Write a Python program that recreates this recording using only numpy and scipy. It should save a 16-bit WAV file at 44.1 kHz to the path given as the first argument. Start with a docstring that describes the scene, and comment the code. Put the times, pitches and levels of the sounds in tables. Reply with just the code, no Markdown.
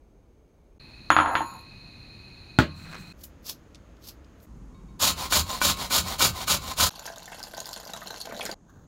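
"""A small, hard kitchen, close up, over low rumble and a thin whine that shift from task to task.
A glass bowl knocks on the counter and rocks to rest. A potato thumps on a wooden board, is rolled
by hand and peeled with a crisp fizz. Seven strokes rasp it over a steel box grater standing in
the bowl. Water lands on the shreds in gobs, all gurgle, spray and bubbles; then fingers stir them."""
import sys
import numpy as np
from scipy import signal
from scipy.fft import rfft, irfft
from scipy.io import wavfile
from scipy.ndimage import uniform_filter1d

SR = 44100
rng = np.random.default_rng(int(sys.argv[2]) if len(sys.argv) > 2 else 0)


def dump_mix(stems):
    """Bounce the given channels to the path in sys.argv[1] as a 16-bit WAV at rate SR."""
    frames = np.atleast_2d(stems).T  # one column per channel
    limited = np.clip(frames, -1, 1)  # hard clip at full scale
    pcm = np.round(limited * 32767).astype(np.int16)
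    wavfile.write(sys.argv[1], SR, pcm)


N = 391166
TIME = np.arange(N) / SR

# Table levels are relative: each layer has its own trim.
# five colours of room tone: f/Hz, level/dB
QUIET_AIR = [(15, -38), (25, -4), (54, -3.5), (118, -16.5), (363, -18.5), (404, -17.5), (450, -20),
             (2020, -44), (2300, -38), (2560, -45.5), (15000, -57.5)]
WHINY_AIR = [(15, -37.5), (25, -2.5), (106, 0), (354, -11.5), (438, -19), (903, -20.5), (1390, -24.5),
             (2180, -22), (2500, -18.5), (3350, -34), (4150, -12), (5010, -36.5), (7200, -39), (8000, -48),
             (9200, -37), (9900, -43), (10700, -39.5), (12000, -46), (15500, -50)]
KITCHEN_AIR = [(15, -55), (25, -12), (59, 0), (118, -11), (335, -13), (373, -18), (637, -19), (749, -26.5),
               (1280, -26.5), (5280, -44), (6900, -50), (15000, -55)]
BUSY_AIR = [(15, -34.5), (25, -14), (49, 1.5), (81, -14), (186, -10), (501, -27.5), (604, -33),
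            (1090, -31.5), (1760, -41.5), (3730, -50), (5880, -51), (6370, -50), (15000, -63)]
LAST_AIR = [(15, -39), (25, 3), (125, -3), (158, -1), (257, -6.5), (415, -13), (1030, -21), (2180, -36),
            (5570, -42), (6540, -39.5), (15000, -57)]
# room tone cues: start/s, end/s, level/dB, colour
AIR_CUES = [(0, 0.784, -56, QUIET_AIR), (0.798, 3.126, -49, WHINY_AIR), (3.134, 4.46, -51.5, KITCHEN_AIR),
            (4.466, 6.897, -46, BUSY_AIR), (6.903, 8.887, -55.5, LAST_AIR)]
# narrow bands of hiss: start/s, end/s, f/Hz, width/Hz, level/dB
WHINE_BANDS = [(.797, 3.127, 2520, 100, -58), (.797, 3.127, 4170, 330, -55), (0, 0.66, 6000, 120, -96),
               (0, .797, 6430, 150, -86), (0.89, 8.88, 6560, 930, -77)]
# reverb time: f/Hz, t60/s
ROOM_DECAY = [(80, 0.2), (300, 0.22), (1100, 0.15), (2500, 0.18), (6000, 0.16), (15000, .14)]
# colour of the reflections: f/Hz, level/dB
REVERB_EQ = [(60, -6), (400, 0), (750, -1), (950, -2.5), (1600, 2), (2100, 2), (15000, 0)]
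# standing waves between the walls: f/Hz, level/dB, t60/s
STANDING_WAVES = [(84, 2, .65), (151, 0, .6), (192, -2, .4), (287, 1, .35), (350, -4, .35), (540, -3, .4),
                  (902, -3, .4), (947, -2, .45), (1027, -4, .4), (1081, 4, .55), (1164, -2, .5),
                  (1224, -2, .5), (1305, 0, .45), (1389, -1, .4), (1443, 0, .4), (1533, 0, .4),
                  (1610, -1, .4), (1750, -1, .3), (1986, 4, .3)]

# fingers pushing the soaked shreds: t/s, level/dB
STIR_FADER = [(8.56, -76), (8.63, -70), (8.762, -53.5), (8.86, -56)]
# wet crackle and low slosh: f/Hz, level/dB
CRACKLE_EQ = [(300, -6), (600, -6), (1600, 2.5), (2300, -28), (3900, -13), (5200, -25), (6700, -8),
              (8000, -30), (15000, -23)]
SLOSH_EQ = [(40, -13), (90, 9), (220, 1.5), (600, -12), (1500, -47)]

# knife bites: t/s at the deepest, cut level/dB, fizz level/dB, rise/(dB/s)
PEEL_BITES = [(3.215, -55, -55, 550), (3.24, -53, -40, 2200), (3.466, -42.5, -45, 900),
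              (3.5, -31.5, -34, 700), (4.05, -50.5, -55, 500), (4.09, -40.5, -42.5, 650),
              (4.44, -69, -61, 350)]
# the cut and its fine fizz: f/Hz, level/dB
CUT_EQ = [(500, -9), (950, -4.5), (1900, -15), (2900, -3), (4400, 3), (5300, 4), (6800, -4), (8200, -13),
          (11000, -30), (15000, -26.5)]
FIZZ_EQ = [(3000, -22), (7000, -3), (9000, -9), (12000, 2.5), (15500, -2)]
# the peel breaks: t/s, level/dB
PEEL_SNAPS = [(3.238, -31.5), (3.242, -41), (3.747, -35), (3.755, -38.5), (3.968, -51), (4.2453, -48.5),
              (4.401, -50)]
# colour of a snap: f/Hz, level/dB
SNAP_EQ = [(800, -23), (3000, 2.5), (4800, 6.5), (8000, -5), (15000, -24)]

# the potato lands and settles: t/s, level/dB, tilt/(dB/octave)
POTATO_HITS = [(2.588, 0.5, 1.5), (2.597, -12.5, 5), (2.6036, -10, -1)]
# the thud, skin on wood and the palm: f/Hz, level/dB
THUD_EQ = [(35, -22), (75, 9.5), (190, 5), (290, 8), (420, -7), (850, -10), (1450, -9.5), (2000, -15.5),
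           (4400, -21.5), (5300, -34.5), (7400, -35.5), (9000, -46.5), (15000, -44)]
RUB_EQ = [(200, 1), (700, -0.5), (1500, 7), (3000, -4.5), (5000, -11), (8000, -19), (15000, -31)]
PALM_EQ = [(1000, -30), (3000, -10), (7500, 2), (9500, -6), (15000, -7)]
# ring of the wooden board: f/Hz, level/dB, t60/s
BOARD_MODES = [(86.3, -21, 0.95), (153.7, -8.5, 0.52), (277, -4, 0.18), (620, -6.5, 0.2), (735, -29, 0.2),
               (862, 5, 0.09), (1295, -0.5, 0.12), (1444, 10, 0.051), (1610, 5, 0.077), (1685, -1, 0.13)]
# a hand rolls the potato: t/s, level/dB
RUB_FADER = [(2.75, -64), (2.866, -52), (2.912, -51), (2.945, -39.5), (3.0, -56.5), (3.125, -60.5)]

# bowl on counter: t/s, knock level/dB, tilt/(dB/octave), ring level/dB
BOWL_HITS = [(1.1035, 3, 1.5, -27), (1.1656, 0.5, 1, -39), (1.188, -1.5, -0.5, -33.5),
             (1.201, -5, 0, -63.5), (1.249, -18.5, -6.5, -59), (1.26, -10.5, -1, -58),
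             (1.277, -15, -6.5, -48), (1.312, -23, -11, -51), (1.3536, -4, 4, -36.5), (1.407, -12, -7, -50)]
# the bowl knocking and rolling: f/Hz, level/dB
KNOCK_EQ = [(50, -26.5), (85, -11), (200, -19.5), (320, 0), (440, -27), (700, -13.5), (1080, -0.5),
            (1550, -9), (1900, -12.5), (3300, -20.5), (4400, -31), (5400, -52.5), (15000, -66)]
ROLL_EQ = [(35, -44), (60, -30), (206, -23.5), (291, -8), (404, -10), (529, -7.5), (583, -16.5), (944, 7),
           (2780, -30), (4240, -63.5), (6000, -62), (7800, -94), (13200, -120)]
# the bowl rocks to rest: t/s, level/dB
ROLL_FADER = [(1.21, -22), (1.27, -23), (1.31, -19), (1.345, -20.5), (1.38, -28), (1.42, -27), (1.45, -45),
              (1.56, -39.5), (1.63, -63)]
# the glass singing and its wall clinking: f/Hz, level/dB, t60/s
GLASS_MODES = [(6790, -3.5, 0.2), (6820, -11, 0.3), (10250, -12.5, .25), (10310, -15, .4),
               (12720, -25, .35), (14600, -20.5, .28)]
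CLINK_MODES = [(2250, -4, .25), (2719, -7, .28), (3150, 0, .11), (3429, -2, .14)]
# rough glassy ring as the bowl's foot slides on the counter: f/Hz, level/dB, t60/s
FOOT_SCRAPE_MODES = [(6900, -3.5, .09), (10430, 1, 0.036), (12600, -1, 0.032), (14620, -5, 0.03)]

# strength of the pour: t/s, gurgle level/dB, spray level/dB
POUR_FADERS = [(6.905, -47, -46), (7.131, -43.5, -46.5), (7.149, -48, -54.5), (7.263, -48, -48.5),
               (8.143, -44, -46.5), (8.225, -48.5, -42), (8.285, -43, -55), (8.443, -37, -38.5),
               (8.535, -40.5, -49)]
# how much of the jet meets standing water: t/s, share/0-1
POOL_SHARE = [(6.9, 0), (8.1, 0.29), (8.35, 0.98), (8.54, 0.78)]
# water on shreds, into standing water, and as spray: f/Hz, level/dB
SHALLOW_EQ = [(120, -44), (200, -4), (223, -28), (286, 12.5), (441, -28), (474, -9), (670, -8), (756, -2.5),
              (1060, -2.5), (1150, -15), (1530, -9), (1970, -18), (3500, -12.5), (4550, -30), (7700, -120)]
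DEEP_EQ = [(88, -76), (150, -3), (195, 2), (337, -8), (476, 1.5), (769, -2), (1030, -18), (1570, -8.5),
           (2510, -16.5), (3080, -22), (4000, -15), (5200, -67), (8800, -120)]
SPRAY_EQ = [(1500, -12), (2300, -18), (3200, -5), (4400, 1), (5100, -3.5), (5800, -3), (7100, -1.5),
            (7900, -12.5), (10000, -11), (12500, -9), (15500, -15.5)]
# the bowl drummed by water: f/Hz, level/dB, t60/s
WET_BOWL_MODES = [(662, -1, 0.084), (903, -1, 0.063), (1026, -4, 0.066), (1527, 0.5, 0.03)]
# the biggest gulps: t/s, level/dB
BIG_PLOPS = [(6.979, -37), (7.076, -28), (7.101, -28), (7.132, -34), (7.319, -26), (7.404, -33),
             (7.538, -29), (7.58, -24.5), (7.615, -30), (7.69, -30.5), (7.863, -33.5), (7.938, -27),
             (8.017, -31), (8.105, -24.5), (8.13, -32), (8.272, -27), (8.324, -25), (8.397, -24),
             (8.493, -24.5)]
# bright single bubbles, and clusters of air dragged under: t/s, level/dB, f/Hz
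BRIGHT_BUBBLES = [(7.065, -25.5, 6140), (7.257, -32.5, 6980), (7.429, -26, 4900), (7.437, -27, 4820),
                  (7.6028, -22.5, 6640), (7.657, -27.5, 4780), (7.6906, -27.5, 7140), (7.731, -26.5, 5000),
                  (7.7385, -25.5, 4330), (7.935, -25, 3770), (8.072, -27, 4100), (8.1064, -27.5, 4000),
                  (8.2136, -24, 4250), (8.3923, -30, 4100), (8.462, -24.5, 4940), (8.5142, -23.5, 4550)]
BUBBLE_CLUSTERS = [(7.076, -33, 2130), (7.278, -32.5, 1560), (7.32, -32, 2160), (7.9365, -29.5, 1520),
                   (8.0175, -31.5, 1580), (8.31, -32, 1580), (8.408, -18.5, 3120), (8.461, -29, 1690)]

# strokes down through the teeth and back: t/s, length/s, level/dB, peak position/0-1
DOWN_STROKES = [(4.988, 0.16, -18, 0.35), (5.288, 0.15, -17.5, 0.49), (5.595, .16, -18, 0.43),
                (5.885, 0.15, -18.5, 0.49), (6.175, .15, -17.5, 0.36), (6.46, 0.13, -18.5, 0.43),
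                (6.755, 0.15, -17.5, 0.52)]
BACK_STROKES = [(5.15, .15, -30, 0.47), (5.45, 0.16, -30.5, 0.5), (5.75, .15, -30.5, 0.49),
                (6.01, 0.17, -30.5, 0.65), (6.32, 0.14, -31.5, 0.71), (6.59, 0.16, -33, 0.72)]
# teeth tearing, potato sliding back, board shaking: f/Hz, level/dB
RASP_EQ = [(120, -50.5), (200, -6.5), (471, -15), (564, -4), (742, -8), (1050, -1), (1510, -7),
           (1910, -13.5), (3010, -5.5), (4260, -1.5), (5910, -8), (7090, -2.5), (7900, -12), (11600, -11),
           (15500, -13.5)]
SLIDE_EQ = [(120, -30.5), (200, -5), (371, -12), (769, -3), (842, -5), (1030, -1), (1210, -6), (1880, -15),
            (2090, -9.5), (2600, -13), (4260, -4.5), (4920, -10.5), (7090, -14), (7900, -17), (15500, -19)]
SHAKE_EQ = [(30, -30), (52, -14), (82, 4.5), (110, -12), (145, -11), (190, -6.5), (240, -22), (600, -33)]
# the grater is picked up; its foot hits the glass: t/s, level/dB
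PICKUP_CLINKS = [(4.745, -64), (4.885, -66)]
FOOT_HITS = [(5.325, -12), (5.616, -11), (5.908, -19), (6.206, -12), (6.48, -18.5), (6.799, -14)]
# ring of the steel box, the back stroke, the pickup and the foot: f/Hz, level/dB, t60/s
STEEL_MODES = [(531, -10, .2), (1016, -3.5, .15), (1500, -5, 0.21), (2234, 1.5, .55), (2220, -3, 0.5),
               (2444, -6.5, 0.34), (2993, 2, 0.31), (3700, -2.5, 0.28), (3850, 4.5, .18), (4300, -6, 0.13),
               (4320, -2, 0.32), (4800, -5, .2), (7300, 4, .12), (7300, 1, .08)]
SLIDE_MODES = [(1040, 0, 0.073), (800, -5.5, 0.027), (7030, 2.5, 0.026)]
PICKUP_MODES = [(1060, 6.5, .4), (2234, -3.5, .5), (3770, -2.5, .35), (4380, -6, .25)]
FOOT_MODES = [(1074, -3, .044), (1484, -1, .035), (2327, -10, .17)]

POUR_START_S, POUR_END_S = 6.903, 8.543


def amp(db):
    """Decibels to gain."""
    return 10 ** (np.asarray(db) / 20)


def unit_rms(x):
    """Scales to rms 1."""
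    return x / np.sqrt(np.mean(x ** 2) + 1e-20)


def curve_at(points, hz):
    """Reads a table on a log-frequency axis."""
    f, value = np.transpose(points)
    return np.interp(np.log(hz + 1), np.log(f + 1), value)


def add(mix, s, sound):
    """Drops a sound into the mix at time s."""
    part = mix[round(s * SR):][:len(sound)]
    part += sound[:len(part)]


def gate(start, end):
    """Open from start to end, with 2 ms ramps."""
    return uniform_filter1d(((TIME >= start) & (TIME < end)) * 1., size=90)


def fader(rows):
    """A level ride as a gain, silent outside its span."""
    s, db = np.transpose(rows)
    return amp(np.interp(TIME, s, db)) * gate(s[0], s[-1])


def swell(s, rise_db_per_s, fall_db_per_s):
    """A gain that climbs to 1 at time s and dies away."""
    return amp(-np.maximum(rise_db_per_s * (s - TIME), fall_db_per_s * (TIME - s)).clip(0, 200))


def hiss(gain):
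    """Steady noise shaped by gain(f), rms 1."""
    return unit_rms(irfft(rfft(rng.standard_normal(N)) * gain(np.fft.rfftfreq(N, 1 / SR)), N))


def flicker(rate_hz, depth_db):
    """A gain that wavers at random up to about this rate, rms 1."""
    return unit_rms(amp(depth_db * hiss(lambda f: (f > 5) / (1 + (f / rate_hz) ** 4))))


def through(x, response):
    """Plays a sound through an impulse response."""
    return signal.oaconvolve(x, response)[:N]


def pulse(eq, tilt_db=0):
    """The tightest click with this colour, peak 1; harder contact tilts it brighter."""
    hz = abs(np.fft.fftfreq(4096, 1 / SR))
    log_gain = np.log(amp(curve_at(eq, hz) + tilt_db * np.log2(np.clip(hz, 700, 6000))))
    minimum_phase = np.exp(np.conj(signal.hilbert(log_gain)))
    click = np.fft.ifft(minimum_phase).real[:len(hz) * 3 // 4]
    return click / abs(click).max()


def ring(modes, uneven_db=0):
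    """One dying sine a mode; each blow favours some at random."""
    t = TIME[:SR]
    luck = rng.standard_normal(len(modes))
    return sum(amp(db + uneven_db * k - 60 * t / t60) * np.sign(k) * np.sin(2 * np.pi * hz * t)
               for (hz, db, t60), k in zip(modes, luck))


def grains(response, per_s, spread_db):
    """Random clicks of uneven size, each sounding this response; rms 1."""
    size = amp(spread_db * np.minimum(rng.exponential(1, N), 3.5))
    clicks = size * rng.choice([-1, 1], N) * (rng.random(N) < per_s / SR)
    return unit_rms(through(clicks, response))


def in_room(x, wet_db, modes_db=-100):
    """Adds dense reflections off near walls and, for loud blows, standing waves."""
    t = TIME[:SR]
    taps = rng.choice([-1., 1.], SR) * (rng.random(SR) < .15)
    hz, age, bands = signal.stft(taps, SR, nperseg=256)
    decay = amp(-60 * age / curve_at(ROOM_DECAY, hz)[:, None])
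    bins = rfft(signal.istft(bands * decay, SR)[1][:SR])
    bins /= np.sqrt(uniform_filter1d(abs(bins) ** 2, size=120))  # equal energy in every band
    tail = irfft(bins * amp(curve_at(REVERB_EQ, np.arange(len(bins)))), SR) * (t < .5)
    response = amp(wet_db) * tail + amp(modes_db) * ring(STANDING_WAVES)
    return x + through(x, response * np.clip(t / 0.0011, 0, 1))


def room_tone():
    """The bed: rumble and whining hiss, switching colour on cue."""
    out = sum(gate(start, end) * amp(db) * hiss(lambda f: amp(curve_at(eq, f)))
              for start, end, db, eq in AIR_CUES)
    for start, end, hz, width, db in WHINE_BANDS:
        out += gate(start, end) * amp(db) * hiss(lambda f: 1 / (1 + (2 * (f - hz) / width) ** 2))
    return out


def stirring():
    """Fingers break the surface and push the soaked shreds: wet crackle over a low slosh."""
    hand = fader(STIR_FADER)
    squelch = amp(-56.5) * swell(8.698, rise_db_per_s=1500, fall_db_per_s=1000)
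    crackle = (amp(-10) * hand + squelch) * grains(pulse(CRACKLE_EQ), per_s=2500, spread_db=3)
    slosh = amp(-0.5) * hand * grains(pulse(SLOSH_EQ), per_s=200, spread_db=0.5)
    return crackle + slosh


def burst(eq, samples, fade_s):
    """A quick spit of coloured noise, peak 1."""
    noise = rng.standard_normal(samples) * np.exp(-TIME[:samples] / fade_s)
    spit = through(noise, pulse(eq))
    return spit / abs(spit).max()


def peeling(end_s=4.462):
    """The blade bites deeper, bursting tiny cells, then slips out; the peel snaps."""
    out = np.zeros(N)
    snagging = flicker(rate_hz=82, depth_db=1.5)  # the edge catches and frees itself
    cut = snagging * grains(pulse(CUT_EQ), per_s=3000, spread_db=3)
    fizz = snagging * grains(pulse(FIZZ_EQ), per_s=6000, spread_db=4)
    for s, cut_db, fizz_db, rise in PEEL_BITES:
        bite = swell(s, rise, fall_db_per_s=680) * (TIME < end_s)
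        out += bite * (amp(cut_db - 2) * cut + amp(fizz_db + 1.5) * fizz)
    for s, db in PEEL_SNAPS:
        add(out, s, amp(db - 4) * burst(SNAP_EQ, SR // 20, fade_s=0.0039))
    return in_room(out, wet_db=-14)


def potato():
    """A dull thud rings the board; then the skin rubs, the palm hisses and the wood rumbles."""
    thuds, wood = np.zeros((2, N))
    for s, db, tilt_db in POTATO_HITS:
        add(thuds, s, amp(db + 1) * pulse(THUD_EQ, tilt_db))
    add(wood, POTATO_HITS[0][0], amp(-22.5) * ring(BOARD_MODES))
    skin = fader(RUB_FADER) * amp(1.5) * grains(pulse(RUB_EQ), per_s=990, spread_db=-0.5)
    palm = amp(-61) * hiss(lambda f: amp(curve_at(PALM_EQ, f)))
    rumble = amp(-48.5) * hiss(lambda f: 1 / (1 + ((f - 165) / 30) ** 2))
    moving = gate(2.72, 3.127) * np.clip((TIME - 2.72) / 0.08, 0, 1) * flicker(rate_hz=14, depth_db=3)
    return in_room(thuds, wet_db=-0.5, modes_db=-65.5) + wood + skin + (palm + rumble) * moving


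def clack(hz, swell_s):
    """A stiff surface gives under a blow and swings for a few cycles."""
    t = TIME[:SR // 50]
    return t / swell_s * np.exp(1 - t / swell_s) * np.sin(2 * np.pi * hz * t)


def bowl(slide_start_s=1.31, slide_end_s=1.615, fade_db_per_s=49):
    """The bowl bounces, rocks and slides on its foot; the counter booms and the glass sings."""
    knocks, glass = np.zeros((2, N))
    for s, db, tilt_db, ring_db in BOWL_HITS:
        contact_s = 0.00053 * 2 ** (-tilt_db / 4)  # softer contacts last longer
        add(knocks, s, amp(db - 4.5) * pulse(KNOCK_EQ, tilt_db))
        add(knocks, s, amp(db - 6) * clack(hz=1197 + 40 * tilt_db, swell_s=contact_s))
        add(glass, s, amp(ring_db - 1.5) * ring(GLASS_MODES, uneven_db=1))
        add(glass, s, amp(db + tilt_db - 38) * ring(CLINK_MODES, uneven_db=2))
    rolling = fader(ROLL_FADER) * amp(-9) * grains(pulse(ROLL_EQ), per_s=1500, spread_db=1)
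    slowing = gate(slide_start_s, slide_end_s) * amp(-49 - fade_db_per_s * (TIME - slide_start_s))
    scrape = slowing * grains(ring(FOOT_SCRAPE_MODES), per_s=990, spread_db=5)
    glass *= flicker(rate_hz=45, depth_db=3.5)  # the tilting bowl swings its sound about
    return in_room(knocks + rolling, wet_db=-0.5, modes_db=-61.5) + in_room(glass + scrape, wet_db=-4.5)


def pour_times(count):
    """Loosely spaced moments all through the pour."""
    return POUR_START_S + (POUR_END_S - POUR_START_S) * (np.arange(count) + rng.random(count)) / count


def gob_beat(fade_s=0.0072, scatter_db=4, steady_jet=0.29):
    """Gobs land at once and spread out over a steady jet; a gain, rms 1 during the pour."""
    beat = np.zeros(N)
    for s in pour_times(count=66):
        size = amp(scatter_db * np.clip(rng.standard_normal(), -2, 1.5))
        add(beat, s, size * np.exp(-TIME[:SR // 10] / fade_s))
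    beat += steady_jet
    return beat / np.sqrt(np.mean(beat[(TIME > POUR_START_S) & (TIME < POUR_END_S)] ** 2))


def bubble(hz, cycles):
    """Trapped air pings: a soft attack, a quick decay, pitch rising as it nears the surface."""
    turns = np.arange(int(6 * cycles * SR / hz)) * hz / SR
    age = turns / cycles
    return (1 - np.exp(-4 * age)) * np.exp(-age) * np.sin(2 * np.pi * turns * (1 + 0.0094 * age))


def froth(eq, low_hz, high_hz, cycles, spread_db, count):
    """A cloud of bubbles of random pitch and size, rms 1 during the pour."""
    out = np.zeros(N)
    length_s = POUR_END_S - POUR_START_S
    for when, pitch, size, life in rng.random((count, 4)):
        hz = low_hz * (high_hz / low_hz) ** pitch
        db = spread_db * min(-np.log(size), 3)
        add(out, POUR_START_S + when * length_s, amp(db) * hz * bubble(hz, cycles * (.5 + life)))
    return unit_rms(through(out, pulse(eq))) * np.sqrt(length_s * SR / N)


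def jet():
    """The jet drums on the bowl and throws spray; its gurgle deepens in standing water."""
    s, gurgle_db, spray_db = np.transpose(POUR_FADERS)
    pool = np.interp(TIME, *np.transpose(POOL_SHARE))
    gobs = gob_beat()
    drumming = amp(-7.5) * grains(ring(WET_BOWL_MODES), per_s=300, spread_db=5.5)
    shallow = amp(-1) * froth(SHALLOW_EQ, low_hz=440, high_hz=3450, cycles=2.6, spread_db=-.5, count=1500)
    deep = froth(DEEP_EQ, low_hz=182.5, high_hz=4080, cycles=2.6, spread_db=2, count=1500)
    fizz = amp(-3.5) * froth(SPRAY_EQ, low_hz=2000, high_hz=15000, cycles=4, spread_db=4.5, count=3400)
    spatter = amp(-10.5) * grains(pulse(SPRAY_EQ), per_s=310, spread_db=9)
    gurgle = np.sqrt(1 - pool) * (shallow * gobs + drumming) + np.sqrt(pool) * deep * gobs
    gurgle *= amp(np.interp(TIME, s, gurgle_db) - 2.5)
    spray = (fizz + spatter) * gobs * amp(np.interp(TIME, s, spray_db) + 0.5)
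    return gurgle + spray


def water():
    """The pour with its accents: gulps hit the bowl, bubbles ping alone and in clusters."""
    out = jet()
    small_plops = [(s, rng.normal(-37, 1.5)) for s in pour_times(count=16)]
    small_bubbles = [(s, rng.normal(-32, 1.5), rng.uniform(3280, 7200)) for s in pour_times(count=12)]
    for s, db in BIG_PLOPS + small_plops:
        add(out, s, amp(db - 10) * pulse(DEEP_EQ))
        add(out, s, amp(db - 11) * ring(WET_BOWL_MODES, uneven_db=3))
        add(out, s, amp(db - 5) * pulse(SPRAY_EQ))
    for s, db, hz in BRIGHT_BUBBLES + small_bubbles:
        add(out, s, amp(db + 3) * bubble(hz, cycles=6.7))
        add(out, s, amp(db - 2) * burst(SPRAY_EQ, SR // 50, fade_s=0.0026))
    for s, db, hz in BUBBLE_CLUSTERS:
        for delay, detune, softness in rng.random((5, 3)):
            ping = bubble(hz * 2 ** (detune - .5), cycles=5)
            add(out, s + 0.013 * delay ** 2, amp(db - 1 - 6 * softness) * ping)
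    return in_room(out, wet_db=-7) * gate(POUR_START_S, POUR_END_S)


def strokes(rows, sharpness):
    """Hand speed as a gain: each stroke swells to a peak and slows to rest."""
    speed = np.zeros(N)
    for s, length, db, peak in rows:
        travel = np.interp(TIME, [s, s + length * np.clip(peak, .1, .9), s + length], [0, .5, 1])
        speed += amp(db) * abs(np.sin(np.pi * travel)) ** sharpness
    return speed


def board_shake(lag_s=0.051):
    """The board takes up the hand's push with a lag and rumbles on after it."""
    force = amp(-11) * strokes(DOWN_STROKES, sharpness=1.56)
    force += amp(-15.5) * strokes(BACK_STROKES, sharpness=1.2)
    hold = np.exp(-1 / (lag_s * SR))
    rumble = hiss(lambda f: amp(curve_at(SHAKE_EQ, f) - 60 * (f > 900)))
    return signal.lfilter([1 - hold], [1, -hold], force) * rumble


def grater():
    """Teeth tear the potato in dense clicks that ring the steel box; its foot knocks on the glass."""
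    catching = flicker(rate_hz=59, depth_db=1.5)  # rows of teeth bite unevenly
    rasp = amp(-1.5) * grains(pulse(RASP_EQ), per_s=7000, spread_db=2) * catching
    slide = amp(-2) * grains(pulse(SLIDE_EQ), per_s=6000, spread_db=3) * catching
    rattle = amp(-10) * grains(ring(SLIDE_MODES), per_s=220, spread_db=5.5)
    contact = rasp * strokes(DOWN_STROKES, sharpness=1.8)
    contact += slide * strokes(BACK_STROKES, sharpness=1.28)
    contact += rattle * strokes(BACK_STROKES, sharpness=1.7)
    for s, db in FOOT_HITS:
        add(contact, s, amp(db - 4.5) * pulse(KNOCK_EQ, tilt_db=0.5))
        add(contact, s, amp(db - 7) * ring(FOOT_MODES))
    steel = amp(-58.5) * through(contact, ring(STEEL_MODES))
    pickup = np.zeros(N)
    for s, db in PICKUP_CLINKS:
        add(pickup, s, amp(db) * ring(PICKUP_MODES))
    grating = board_shake() + steel + in_room(contact, wet_db=-9, modes_db=-64.5)
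    return pickup + grating * gate(4.98, 6.895)


def scene():
    """The full mix, dead centre."""
    mono = room_tone() + bowl() + potato() + peeling() + grater() + water() + stirring()
    return np.array([mono, mono])


def record(dry):
    """Clips peaks at full scale, then cuts the very top."""
    low_pass = signal.firwin(511, cutoff=15850, window=("kaiser", 9), fs=SR)
    return signal.oaconvolve(np.clip(dry, -1, 1), low_pass[None], "same")


dry = scene()
out = record(dry)
dump_mix(out)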